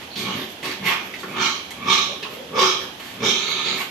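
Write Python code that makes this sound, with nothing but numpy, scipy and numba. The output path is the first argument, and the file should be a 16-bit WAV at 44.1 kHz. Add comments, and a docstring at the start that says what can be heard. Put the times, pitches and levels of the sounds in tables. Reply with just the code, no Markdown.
"""Sows grunting in a pen

Hoarse, short grunts, some built from overlapping parts, in a concrete pen under a low roof.
The last trails into a long rasp. Uneven throat flaps and the air past them ring chest, throat and snout.
Low moans and a thin nasal whistle join in; snorts, scuffles and knocks on the stalls are shaped noise.
The pen adds reflections, a tail and standing waves; a faint outdoor hiss and rumble lies beneath."""
import sys
import numpy as np
from scipy import signal
from scipy.fft import rfft, irfft
from scipy.io import wavfile
from scipy.ndimage import uniform_filter1d
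from numba import njit

SR = 44100
rng = np.random.default_rng(int(sys.argv[2]) if len(sys.argv) > 2 else 0)


def log_audio(samples):
    """Write samples as a 16-bit WAV file to the path given in sys.argv[1]."""
    # one column per channel
    frames = np.atleast_2d(samples).T
    # limit to full scale, then quantise
    limited = np.clip(frames, -1, 1)
    pcm = np.round(limited * 32767).astype(np.int16)
    wavfile.write(sys.argv[1], SR, pcm)


N = 171990
T_S = np.arange(N) / SR
BINS_HZ = np.fft.rfftfreq(N, 1 / SR)

# reverberation of the pen: [f/Hz, t60/s, left-right likeness/0-1]
PEN_DECAY = [(120, 0.99, 0.96), (280, 0.46, 0.92), (630, 0.77, 0.61), (1200, 0.39, 0.02), (3000, 0.59, 0),
             (6000, 0.46, 0), (12000, 0.2, 0)]


def undb(db):
    """Level in dB to amplitude."""
    return 10 ** (np.asarray(db) / 20)


def unit(x):
    """Scale to rms 1."""
    return x / np.sqrt(np.mean(x ** 2))


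def noise():
    """White noise, rms about 1."""
    return rng.standard_normal(N)


def over_hz(table, col):
    """A table column interpolated over log frequency, for every bin."""
    table = np.array(table, float)
    return np.interp(np.log(BINS_HZ + 1), np.log(table[:, 0]), table[:, col])


@njit
def svf(x, hz, width_hz):
    """State-variable band-pass with a moving centre, unity gain there."""
    y, band, low = np.empty(len(x)), 0., 0.
    for i in range(len(x)):
        g = np.tan(np.pi * hz[i] / SR)
        damping = width_hz / hz[i]
        v = (band + g * (x[i] - low)) / (1 + g * (g + damping))
        band = 2 * v - band
        low = low + 2 * g * v
        y[i] = damping * v
    return y


def resonate(x, hz, width_hz):
    """A steep resonance: two equal band-passes in series, rms 1."""
    centre_hz = np.minimum(hz, .45 * SR) * np.ones(N)
    once = svf(x, centre_hz, float(width_hz))
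    return unit(svf(once, centre_hz, float(width_hz)))


def notch(x, hz, width_hz, depth):
    """A side cavity swallows one band: the band-pass is subtracted, twice."""
    for _ in range(2):
        x = x - np.clip(depth, 0, 1) * svf(x, hz * np.ones(N), float(width_hz))
    return x


def swell(at_s, rise_s, hold_s, fall_s):
    """Envelope, linear in dB: rise and fall times are per 20 dB."""
    before = np.maximum((at_s - T_S) / rise_s, 0)
    after = np.maximum((T_S - at_s - hold_s) / fall_s, 0)
    return undb(-20 * np.minimum(before + after, 10))


def flaps(rate):
    """Uneven throat flaps as pulses, and a decaying puff of air after each; both rms 1."""
    jitter, scatter_db, puff_cycles = .22, 1.5, .45
    steady_air = .11  # leak between flaps, against a puff
    chance = rng.standard_normal((800, 2))
    times_s = np.cumsum(np.exp(jitter * chance[:, 0])) / rate
    cycle = np.interp(T_S, np.r_[0, times_s[:-1]], np.arange(len(times_s)))
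    size = undb(scatter_db * chance[:, 1])[cycle.astype(int)]
    pulses = np.diff(np.floor(cycle), prepend=0) * size
    puffs = noise() * size * (steady_air + np.exp(-(cycle % 1) / puff_cycles))
    return unit(pulses), unit(puffs)


def voiced(source, air):
    """Flaps and air blended; air is a share of power."""
    air = np.clip(air, 0, 1)
    pulses, puffs = source
    return np.sqrt(1 - air) * pulses + np.sqrt(air) * puffs


def waver():
    """Random trembling of a resonance, as a factor on its frequency."""
    steps_per_s, rms_octaves = 28, .031
    size = int(SR / steps_per_s)
    steps = noise()[np.arange(N) // size]
    return np.exp2(rms_octaves * unit(uniform_filter1d(steps, size)))


def diffuse():
    """Spectra of left and right noise, as alike at each frequency as the pen makes them."""
    alike = np.clip(over_hz(PEN_DECAY, 2), 0, 1)
    common = rfft(noise()) * np.sqrt(1 + alike)
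    opposed = rfft(noise()) * np.sqrt(1 - alike) * np.array([[1], [-1]])
    return (common + opposed) / np.sqrt(2)


def yard():
    """Faint outdoor hiss and rumble: diffuse noise coloured by a spectrum."""
    # outdoor spectrum: [f/Hz, relative density/dB]
    outdoor = [(18, -52), (30, -42), (76, -8), (137, -9.5), (254, 0), (1380, -11), (3230, -10),
               (6640, -18.5), (7750, -20), (8810, -23), (10600, -18.5), (12000, -23.5), (14000, -16)]
    return undb(-37) * unit(irfft(diffuse() * undb(over_hz(outdoor, 1)), N))


def standing_waves(x):
    """Narrow frequencies that build up between the walls."""
    # pen modes: [f/Hz, width/Hz, gain at f/dB]
    modes = [(374, 14, 6), (515, 18, 3), (1105, 30, 3), (1160, 24, 1), (1245, 24, 3), (1781, 24, 4),
             (3880, 90, 3)]
    gain = 1 + sum((undb(db) - 1) / (1 + 2j * (BINS_HZ - hz) / width_hz) for hz, width_hz, db in modes)
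    return irfft(rfft(x) * gain, N)


def pen(x):
    """Direct sound plus noise decaying fast (walls and roof) and slowly (tail), band by band."""
    early_tau_s, early_db, tail_db, direct_db = .029, -3.5, -5, -9.5
    field, response = diffuse(), 0
    for k, (_, t60_s, _) in enumerate(PEN_DECAY):
        weights = [(row[0], j == k) for j, row in enumerate(PEN_DECAY)]
        band = irfft(field * over_hz(weights, 1), N)
        power = 0
        for tau_s, db in ((early_tau_s, early_db), (t60_s / np.log(1000), tail_db)):
            power = power + undb(db) ** 2 * np.exp(-2 * T_S / tau_s) * 2 / (tau_s * SR)
        response = response + band * np.sqrt(power)
    reflected = signal.fftconvolve(x[None], standing_waves(response), axes=1)[:, :N]
    return undb(direct_db) * x + reflected


def bands(source, levels_db):
    """A source spread over six broad bands at the given levels."""
    # noise bands: [f/Hz, section width/Hz]
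    broad = [(380, 440), (1200, 980), (2250, 2120), (3700, 2600), (6300, 10200), (12300, 3600)]
    return sum(undb(db) * resonate(source, hz, width_hz) for db, (hz, width_hz) in zip(levels_db, broad))


def knocks():
    """Knocks on the stalls: short noise clacks, each with one ringing resonance."""
    # knocks: [t/s, ring f/Hz, ring level/dB, six broad-band levels/dB]
    hits = [ (0.158, 3300, -27.5, -45, -48, -37, -27, -45, -47),
            (0.628, 2540, -41, -30, -39, -26, -48, -32.5, -42),
            (1.139, 2090, -31, -58, -53, -31.5, -38.5, -48, -47),
            (1.233, 1400, -32, -30.5, -27.5, -39, -46, -59, -46),
            (1.706, 3330, -36, -54, -38, -31, -35.5, -30.5, -41),
            (2.227, 2730, -28, -37, -55, -33.5, -28.5, -48, -52),
            (2.25, 1200, -35.5, -52, -33, -35, -46, -57, -60),
            (2.386, 3300, -39.5, -58, -54, -53, -55, -55, -56),
            (2.997, 3100, -38.5, -61, -37.5, -32, -44, -40, -42.5),
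            (3.804, 2300, -29, -60, -27, -24.5, -35, -36, -44)]
    out = 0
    for at_s, hz, db, *levels_db in hits:
        ring = undb(db) * resonate(noise(), hz, width_hz=440)
        envelope = swell(at_s, rise_s=.0014, hold_s=.0084, fall_s=.017)
        out = out + envelope * (bands(noise(), levels_db) + ring)
    return out


def snorts():
    """Snorts and scuffles: fluttering puffs and steady noise in broad bands."""
    # snorts: [t/s, rise/s per 20 dB, hold/s, fall/s per 20 dB, six broad-band levels/dB]
    rushes = [ (.01, 0.04, 0.013, 0.058, -44, -37, -34.5, -44, -43, -54),
              (0.171, 0.011, 0.028, 0.16, -53, -36, -33.5, -27.5, -32, -36.5),
              (.36, 0.035, 0.066, 0.072, -37, -69, -33.5, -36.5, -45, -38.5),
              (.50, 0.053, 0.0095, 0.024, -67, -58, -54, -47, -40, -39.5),
              (0.644, 0.018, 0.0085, 0.083, -27.5, -24.5, -22, -25.5, -29, -38),
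              (0.704, 0.041, 0.0071, 0.056, -64, -63, -27.5, -30.5, -40, -39),
              (0.866, 0.039, 0.022, 0.074, -32.5, -24.5, -15, -36, -27, -27.5),
              (0.906, 0.03, 0.005, 0.09, -71, -21, -33, -31, -60, -43),
              (1.04, 0.04, 0.016, 0.12, -41, -38.5, -62, -65, -44.5, -43),
              (1.193, 0.041, 0.013, 0.03, -59, -52, -42, -36.5, -36, -43),
              (1.275, 0.035, 0.022, 0.25, -40.5, -55, -45, -46, -43, -47),
              (2.092, 0.18, 0.023, 0.058, -36, -69, -48, -56, -60, -63),
              (2.33, 0.1, 0.015, 0.037, -37.5, -38.5, -36.5, -42, -42, -41.5),
              (2.821, 0.059, 0.012, 0.031, -36, -33, -65, -35, -56, -42.5),
              (3.02, 0.062, 0.095, 0.13, -70, -47, -37.5, -42, -42, -46),
              (3.485, 0.035, 0.016, 0.047, -43.5, -43, -43, -38, -60.5, -42),
              (3.649, 0.053, 0.069, 0.16, -33, -41, -31, -50, -70, -65),
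              (3.784, 0.048, 0.0088, 0.094, -67, -35, -24.5, -31, -28, -30.5)]
    out = 0
    for at_s, rise_s, hold_s, fall_s, *levels_db in rushes:
        air = flaps(rate=110)[1] + .54 * noise()
        out = out + swell(at_s, rise_s, hold_s, fall_s) * bands(air, levels_db)
    return out


def whistle():
    """Air squeezed through a narrow nostril before the first grunt: narrow-band noise."""
    # whistle, one row: t/s, rise/s per 20 dB, hold/s, fall/s per 20 dB, level/dB, f/Hz, section width/Hz
    nostril = (.106, .006, .035, .06, -36, 4220, 450)
    at_s, rise_s, hold_s, fall_s, db, hz, width_hz = nostril
    return undb(db) * swell(at_s, rise_s, hold_s, fall_s) * resonate(noise(), hz, width_hz)


def moans():
    """Low, almost tonal voice: only the throat rings, and its resonance may slide."""
    # moans: [t/s, rise/s per 20 dB, hold/s, fall/s per 20 dB, level/dB, throat f/Hz at t, climb/(Hz/s)]
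    calls = [(0.82, 0.044, .06, 0.053, -39, 202, -550), (2.088, 0.073, 0.026, 0.036, -40, 570, 0),
             (2.345, 0.3, 0.076, 0.056, -36.5, 482, 500), (2.552, 0.055, 0.049, 0.029, -23.5, 488, 400),
             (2.619, .02, 0.02, 0.048, -27, 372, -300), (3.375, .05, 0.43, 0.096, -41.5, 417, -250)]
    out = 0
    for at_s, rise_s, hold_s, fall_s, db, hz, climb in calls:
        throat_hz = hz + climb * np.clip(T_S - at_s, -rise_s, hold_s + fall_s)
        tone = resonate(voiced(flaps(rate=100), air=.28), throat_hz, width_hz=110)
        out = out + undb(db) * swell(at_s, rise_s, hold_s, fall_s) * tone
    return out


def long_rasp():
    """Drawn-out hoarse flutter: low resonances tremble, upper ones and the nasal notch drift upward."""
    # course: [t/s, level/dB, snout f/Hz, upper f/Hz, nasal notch f/Hz, mouth f/Hz]
    course = [(3.282, -48, 3530, 5600, 4520, 1100), (3.35, -23.5, 3850, 6000, 4700, 1260),
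              (3.45, -23, 3930, 6400, 5000, 1290), (3.60, -25, 3660, 5970, 5600, 1210),
              (3.68, -22, 3900, 6430, 6140, 1350), (3.76, -26.5, 4000, 6500, 5840, 1260),
              (3.83, -71, 3950, 6550, 5950, 1250)]
    # lower resonances: [f/Hz, section width/Hz, relative level/dB]
    lower = [(230, 170, -21.5), (410, 370, -23), (963, 180, -13.5), (1867, 130, -29), (2370, 740, -4.5),
             (3100, 250, -10)]
    times_s, *columns = np.array(course).T
    db, snout_hz, upper_hz, notch_hz, mouth_hz = (np.interp(T_S, times_s, col) for col in columns)
    flutter, tremble = flaps(rate=100), waver()
    throaty, airy = voiced(flutter, air=.38), voiced(flutter, air=.94)
    body = sum(undb(d) * resonate(throaty, hz * tremble, width_hz) for hz, width_hz, d in lower)
    mouth = undb(-9) * resonate(throaty, mouth_hz * tremble, width_hz=170)
    snout = undb(1) * resonate(airy, snout_hz, width_hz=1080)
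    upper = undb(-7.5) * resonate(airy, upper_hz, width_hz=750)
    call = notch(body + mouth + snout + upper, notch_hz, width_hz=760, depth=.85)
    return call * undb(db) * swell(times_s[0], .015, times_s[-1] - times_s[0], .025)


def mouth_ring(source, hz, width_hz):
    """The mouth resonance and two weaker neighbours, trembling together."""
    # side resonances: [f/Hz, section width/Hz, level against the mouth/dB]
    sides = [(874, 90, -11), (1887, 150, -11.5)]
    tremble = waver()
    neighbours = sum(undb(db) * resonate(source, f * tremble, w) for f, w, db in sides)
    return resonate(source, hz * tremble, width_hz) + neighbours


def grunts():
    """The chest leads; throat and upper resonances glide in opposite directions, either way or not at all."""
    # grunts or parts of one: [t/s, rise/s per 20 dB, hold/s, fall/s per 20 dB, nominal flap rate/(1/s),
    #   throat f/Hz, mouth f/Hz, lower snout f/Hz, upper snout f/Hz, rasp f/Hz, nasal notch f/Hz,
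    #   mouth section width/Hz, mouth glide/(octaves/s),
    #   level/dB of chest, throat, mouth, palate, lower snout, upper snout, rasp]
    calls = [ (0.195, 0.055, 0.023, 0.16, 63.6, 372, 1070, 3300, 3950, 4720, 5500, 300, -2, -38.5, -41, -49, -30, -32, -32, -39),
             (0.278, 0.09, 0.046, 0.079, 55.03, 400, 1120, 3060, 3700, 6040, 5200, 380, 0.5, -31, -37, -28.5, -34, -28.5, -37, -37),
             (0.382, 0.027, 0.037, 0.031, 54.7, 407, 1080, 3100, 3520, 6200, 5400, 350, 0.5, -31, -47, -36, -52, -38, -36, -54),
             (0.843, 0.043, 0.023, 0.22, 70, 384, 1010, 2850, 3500, 5500, 4700, 350, 2, -34.5, -35, -34, -27, -38, -57, -33),
             (1.375, 0.056, 0.043, 0.045, 74.26, 343, 1084, 3000, 3590, 5800, 4930, 293, 0.5, -41, -33, -24.5, -27, -23.5, -26.5, -50),
             (1.423, 0.13, 0.024, 0.13, 64.3, 340, 1200, 3150, 4040, 5600, 5450, 293, -1.7, -31.5, -48, -21, -20, -21, -19, -20),
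             (1.896, 0.1, 0.039, 0.16, 68.12, 362, 1140, 3410, 3793, 5400, 4640, 147, 0.5, -31, -31, -19, -20, -20.5, -15, -18),
             (2.552, 0.033, 0.031, 0.037, 79.8, 470, 1140, 3350, 3650, 5300, 4500, 158.5, 0, -37, -24.5, -22.5, -26, -27.5, -38, -29.5),
             (2.582, 0.016, 0.069, 0.13, 61.88, 383, 1115, 3350, 3860, 5120, 4260, 220, 3, -33, -27, -17.5, -21.5, -17.5, -17.5, -16.5),
             (3.246, 0.075, 0.046, 0.12, 75.63, 397, 1146, 3280, 3600, 5600, 4500, 600, 2, -30, -25, -26.5, -24.5, -21, -19, -18.5)]
    # chest to rasp, as the levels: [lag/s, share of rise time, air/0-1, glide/share of mouth glide]
    traits = [(-0.03, 1.4, 0.25, 0), (-.012, 0.79, 0, -1.7), (-0.01, 0.85, 0.15, 1),
              (0.0036, 1.05, 0.65, .3), (0.0059, 0.78, 0.6, .3), (0.011, 0.36, .9, 0.39),
              (0, 0.41, 1, 0.54)]
    chest_hz, palate_hz, glide_s = 239.6, 2355, .035
    rings = (resonate, resonate, mouth_ring, resonate, resonate, resonate, resonate)
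    out = 0
    for (at_s, rise_s, hold_s, fall_s, rate, throat_hz, mouth_hz, snout_hz, upper_hz, rasp_hz,
         notch_hz, mouth_width_hz, octaves_per_s, *levels_db) in calls:
        source, call = flaps(rate), 0
        glide_octaves = octaves_per_s * np.clip(T_S - at_s - hold_s / 2, -glide_s, glide_s)
        centres_hz = (chest_hz, throat_hz, mouth_hz, palate_hz, snout_hz, upper_hz, rasp_hz)
        widths_hz = (192, 123, mouth_width_hz, 380, 840, 747, 1530)
        for ring, hz, width_hz, db, trait in zip(rings, centres_hz, widths_hz, levels_db, traits):
            lag_s, share, air, glide = trait
            effort = undb(db) * swell(at_s + lag_s, rise_s * share, hold_s, fall_s)
            moving_hz = hz * np.exp2(glide * glide_octaves)
            call = call + effort * ring(voiced(source, air), moving_hz, width_hz)
        rasp_effort = effort  # the rasp comes last
        spray = undb(-17) * resonate(source[1], 11300, width_hz=10800)  # fine hiss
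        out = out + notch(call, notch_hz, width_hz=270, depth=.47) + rasp_effort * spray
    return out


def scene():
    """All sources in the pen, with extra direct sound from the close stalls, over the yard."""
    clacks = knocks()
    # the cheeks swallow a narrow band between mouth and palate
    voices = notch(grunts() + long_rasp(), 1967, width_hz=133, depth=.78)
    inside = pen(voices + moans() + whistle() + snorts() + clacks)
    return inside + undb(-12.5) * clacks + yard()


def record(dry):
    """Left and right each have their own tone colour; peaks are rounded and the top is cut steeply."""
    # tone colour: [f/Hz, left gain/dB, right gain/dB]
    colour = [(99, 0.5, 0), (430, -3, -2), (625, -1, -1), (846, 1.5, 2), (1200, -2.5, -1.5), (1510, 0, 1),
              (2370, -4.5, 2), (3300, -2.5, 6), (3812, -8, 0), (4700, -4.5, 0), (5600, -7, -0.5),
              (6400, -9, 0.5), (7870, -6.5, -5.5), (8950, -10.5, -9.5), (11700, 1.5, -6),
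              (14500, -10.5, -13)]
    top_hz, ceiling = 14250, .84
    heard = irfft(rfft(dry) * undb([over_hz(colour, 1), over_hz(colour, 2)]), N)
    rounded = ceiling * np.tanh(heard / ceiling)
    return signal.sosfilt(signal.ellip(10, .2, 80, top_hz, fs=SR, output="sos"), rounded)


dry = scene()
out = record(dry)
log_audio(out)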